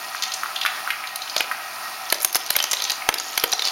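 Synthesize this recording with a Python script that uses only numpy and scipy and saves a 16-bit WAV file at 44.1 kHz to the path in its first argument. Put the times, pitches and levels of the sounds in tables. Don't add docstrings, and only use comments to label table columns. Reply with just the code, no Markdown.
import sys
import numpy as np
from scipy import signal
from scipy.fft import rfft, irfft, next_fast_len
from scipy.io import wavfile
from scipy.ndimage import uniform_filter1d, map_coordinates

SR = 44100
rng = np.random.default_rng(int(sys.argv[2]) if len(sys.argv) > 2 else 0)


def store_pcm(level_fs):
    pcm = np.round(np.clip(level_fs, -1, 1) * 32767).astype(np.int16)
    wavfile.write(sys.argv[1], SR, np.atleast_2d(pcm).T)


N = 163611

# f/Hz, level/dB
BRICK_MODES = [(1270, 6), (1900, 0), (2550, -24), (3200, 3), (4050, 6.5), (4900, 5), (6150, 12.5),
               (9400, -7.5), (12300, 11)]
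TREBLE_HZ = 8200


def amp(db):
    return 10 ** (np.asarray(db) / 20)


def unit(x):
    return x / np.sqrt(np.mean(x ** 2) + 1e-20)


def along(points, hz):
    f, values = np.transpose(points)
    return np.interp(np.log(hz + 1), np.log(f + 1), values)


def wobble(rate):
    knots = rng.standard_normal(int(N * rate / SR) + 4)
    return map_coordinates(knots, [np.arange(N) * rate / SR])


def filtered(x, response):
    m = next_fast_len(len(x) + SR // 4)
    return irfft(rfft(x, m) * response(np.fft.rfftfreq(m, 1 / SR)), m)[:len(x)]


def band(f, hz, width_hz):
    return 1j * f * width_hz / (hz * hz - f * f + 1j * f * width_hz)


def motor():
    # f/Hz, nominal width/Hz, relative level/dB
    frame_modes = [(760.4, 39, -0.5), (1002, 14, -6.5), (1285, 96, 0.5), (1883, 35, -4.5), (2475, 540, -4)]
    # f/Hz, relative level/dB per Hz
    whirr_spectrum = [(40, 0), (350, -4), (520, -12.5), (640, 3.5), (1500, -3.5), (3200, -18), (4500, -9.5),
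                      (7000, -18.5), (10000, -15.5), (15500, -19.5)]
    motor_db, whirr_db, waver_db = -37.5, -32, 1
    hum = np.zeros(N)
    for hz, width_hz, db in frame_modes:
        level = amp(db + waver_db * wobble(14))
        tone = filtered(rng.standard_normal(N), lambda f: band(f, hz, 1.31 * width_hz) ** 2)
        hum += level * unit(tone)
    whirr = unit(filtered(rng.standard_normal(N), lambda f: amp(along(whirr_spectrum, f))))
    return amp(motor_db) * hum + amp(whirr_db + waver_db * wobble(7.9)) * whirr


def room(x):
    # f/Hz, t60/s
    decay_times = [(300, 0.67), (2000, 0.54), (12000, 0.2)]
    lumpy_db = 4
    wet, step = np.zeros(N + SR), SR // 4
    for i in range(0, N, step):
        hz, t, noise = signal.stft(rng.standard_normal(SR // 2), SR, nperseg=256)
        lumps_db = lumpy_db * rng.standard_normal(len(t))
        decay_db = -60 * t / along(decay_times, hz)[:, None]
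        tail = signal.istft(noise * amp(lumps_db + decay_db), SR, nperseg=256)[1]
        echo = signal.fftconvolve(x[i:i + step], tail / np.linalg.norm(tail))
        wet[i + 200:][:len(echo)] += echo
    return wet[:N]


def rattle():
    # t/s, rms level/dB
    heap_level = [(0, -38), (1.6, -46.5), (2.169, -39), (2.23, -41), (2.42, -32), (2.63, -34.5), (2.9, -35),
                  (3.02, -52), (3.25, -32.5), (3.63, -34), (3.655, -26.5), (3.7, -34)]
    contacts_per_s, spread_db = 600, 3.5
    s, db = np.transpose(heap_level)
    luck = rng.random((int(contacts_per_s * N / SR), 4))
    modes = np.array(BRICK_MODES)[3:]
    choice = (luck[:, 1] * len(modes)).astype(int)
    hz = modes[choice, :1] * (0.879 + 0.26 * luck[:, 2:3])
    t = np.arange(500) / SR
    size_db = np.minimum(-spread_db * np.log(1 - luck[:, 3:]), 11) - 8 * (hz > TREBLE_HZ)
    grains = amp(size_db - 60 * t / 0.0055) * np.sin(2 * np.pi * hz * t)
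    at = (luck[:, :1] * N).astype(int) + np.arange(500)
    contacts = unit(np.bincount(at.ravel(), grains.ravel(), N + 500)[:N])
    dry = contacts * amp(np.interp(np.arange(N) / SR, s, db))
    return dry + .5 * room(dry)


def ring(hz, db, cycles, t):
    scatter_db = 3
    luck = rng.standard_normal((2, len(hz), 1))
    hz = hz[:, None] * (1 + 0.037 * luck[0])
    level_db = db[:, None] + scatter_db * luck[1]
    decay_db = -60 * t * (hz + 1500) / cycles
    return np.sum(amp(level_db + decay_db) * np.sin(2 * np.pi * hz * t), axis=0)


def clack(pitch_hz, treble_db, thump_db, crack_s, click, sings, hard):
    # f/Hz, relative level/dB
    bin_modes = [(340, -13.5), (460, -19.5), (620, -12), (960, -8.5)]
    ring_cycles, bin_cycles = 110, 130
    reach_oct = 0.5
    knock_hz = 2400
    t = np.arange(SR // 12) / SR
    hz, db = np.transpose(BRICK_MODES)

    burst = amp(-60 * np.maximum(t - crack_s / 6, 0) / crack_s) * rng.standard_normal((2, len(t)))
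    burst *= 1 - np.exp(-t / 0.00032)
    knock = (knock_hz / pitch_hz) ** 2
    burst[0, 4] += click * knock

    width_hz = (.5 + 6 * hard / (1 + knock ** 2)) * pitch_hz
    crack = filtered(burst[0], lambda f: band(f, pitch_hz, width_hz) ** 2 / (1 + 1j * f / TREBLE_HZ) ** 4)
    near_db = db - 6 * (np.log2(hz / pitch_hz) / reach_oct) ** 2 - 60 * (hz > TREBLE_HZ)
    body = crack / np.abs(crack).max() + 0.15 * ring(hz, near_db, ring_cycles, t)
    body += sings * (1 - hard) * ring(np.array([pitch_hz]), np.zeros(1), ring_cycles, t)

    treble = 0.044 * ring(hz, db - 60 * (hz < TREBLE_HZ), 2 * ring_cycles, t)
    treble += .5 * filtered(burst[1], lambda f: band(f, 10960, 4640) ** 2)

    wall = ring(*np.transpose(bin_modes), bin_cycles, t)
    thud = rng.standard_normal(len(t)) * np.abs(burst[1])
    wall += 6 * filtered(thud, lambda f: band(f, 653, 1260) ** 2)
    return body + amp(treble_db) * treble + amp(thump_db) * wall


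def blows(rows, crack_s, level_db, wet_db, thump_db, click, sings):
    far_treble_db = -12
    out = np.zeros(N + SR)
    for s, db, hz, *treble_db in rows:
        hard = np.clip(amp(2 * db - 8.5), 0, 1)
        hit = clack(hz, *treble_db or [far_treble_db], thump_db + db, crack_s, click, sings, hard)
        out[round(s * SR):][:len(hit)] += amp(db + level_db) * hit
    return out[:N] + amp(wet_db) * room(out[:N])


def scene():
    # t/s, relative level/dB, pitch f/Hz
    loading = [(0.148, -10.5, 1400), (0.223, -9.5, 4700), (0.234, -6, 4360), (0.319, -15, 4300),
               (0.338, -9.5, 7000), (0.434, -7, 1390), (0.56, -11, 3500), (0.613, -8.5, 3260),
               (0.633, -14.5, 3900), (0.651, -5, 1430), (0.6615, 0, 2140), (0.804, -30, 1430),
               (0.8755, -9, 1410), (0.9045, -3.5, 2250), (1.039, -14.5, 2060), (1.072, -17, 4160),
               (1.219, -16.5, 4300), (1.275, -20, 3180), (1.297, -16.5, 4600), (1.379, -8, 5600),
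               (1.514, -7, 1560)]
    # t/s, relative level/dB, pitch f/Hz, treble level/dB relative to the blow
    landing = [(1.158, -11.5, 4280, 11.5), (1.364, 2, 4000, -7), (1.406, 1, 2450, -3),
               (2.101, -8.5, 4660, 2), (2.124, 5, 2880, 5), (2.144, -8, 5200, -2), (2.203, -15, 5400, 9),
               (2.213, -9, 6950, -1), (2.22, -21, 5300, 20), (2.229, -16.5, 6840, 22.5),
               (2.247, 3.5, 5940, 12.5), (2.328, -12, 5600, 12), (2.347, 0, 5350, 3), (2.355, 4, 5470, 8.5),
               (2.362, -1.5, 4680, -12), (2.366, -6, 5040, 10), (2.463, -13, 6000, 5),
               (2.504, 2, 4400, 9.5), (2.527, -21, 4700, 16), (2.554, -0.5, 2180, -10),
               (2.564, 3, 3960, 9.5), (2.588, -0.5, 4260, -10), (2.602, 0.5, 3210, -20),
               (2.62, -23, 5400, -3), (2.626, -8.5, 5800, 9), (2.64, 1, 6200, -2), (2.713, -4, 7300, 2),
               (2.718, -4, 5800, -2), (2.732, 0, 6440, 2.5), (2.737, -3.5, 3880, -9),
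               (2.77, -12, 3940, -21), (2.802, -7.5, 3930, -22), (2.821, -6.5, 4100, 1.5),
               (2.84, -7, 6500, 0), (2.851, -5, 4170, -20), (2.898, -4, 4800, -4), (2.904, -5, 4100, 0.5),
               (2.918, -5, 6500, -6), (3.02, -15.5, 2160, -21), (3.089, 7, 3500, -2),
               (3.141, -1, 5100, 3.5), (3.184, -7, 4440, 2), (3.199, -2, 6420, -18),
               (3.3765, 1.5, 4200, 5.5), (3.398, -7.5, 5200, 0), (3.438, 6.5, 2840, 2.5),
               (3.519, -9, 5030, 9), (3.527, -0.5, 4130, -14), (3.533, 0, 6050, -18),
               (3.594, -2, 4100, -40), (3.621, -2.5, 3840, -8), (3.645, -9, 4480, -18),
               (3.652, -4.5, 4830, -4.5), (3.661, -8.5, 4500, -15), (3.673, -4.5, 4860, -23),
               (3.684, -8.5, 4200, -18)]
    far = blows(loading, crack_s=0.023, level_db=-2, wet_db=-5.5, thump_db=-51, click=9, sings=0.16)
    near = blows(landing, crack_s=0.014, level_db=-7.0, wet_db=-10, thump_db=-11.5, click=2.17, sings=1.0)
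    return (far + near + rattle() + motor())[None]


def record(dry):
    low_cut_hz, top_hz = 1430, 15900
    notch_hz, notch_width_hz = 7905, 1060
    knee_db, slope, recovery_db_per_s = -17, 0.61, 29
    clip, clip_hard, lopsided = .74, 4, 0.22

    def microphone(f):
        return (1 - band(f, notch_hz, notch_width_hz)) * (1j * f / (low_cut_hz + 1j * f))

    x = filtered(dry[0], microphone)
    power = np.abs(uniform_filter1d(x ** 2, 300, origin=149))
    level_db = 10 * np.log10(power + 1e-12)
    recovery_db = recovery_db_per_s * np.arange(N) / SR
    held_db = np.maximum.accumulate(level_db + recovery_db) - recovery_db
    gain_db = uniform_filter1d(-slope * np.maximum(held_db - knee_db, 0), 200, origin=99)
    x = x * amp(gain_db)
    x = x / (1 + np.abs(x / clip) ** clip_hard) ** (1 / clip_hard)
    x = x - lopsided * x ** 2 * np.abs(x)
    return filtered(x, lambda f: (f > 15) & (f < top_hz))[None]


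dry = scene()
out = record(dry)
store_pcm(out)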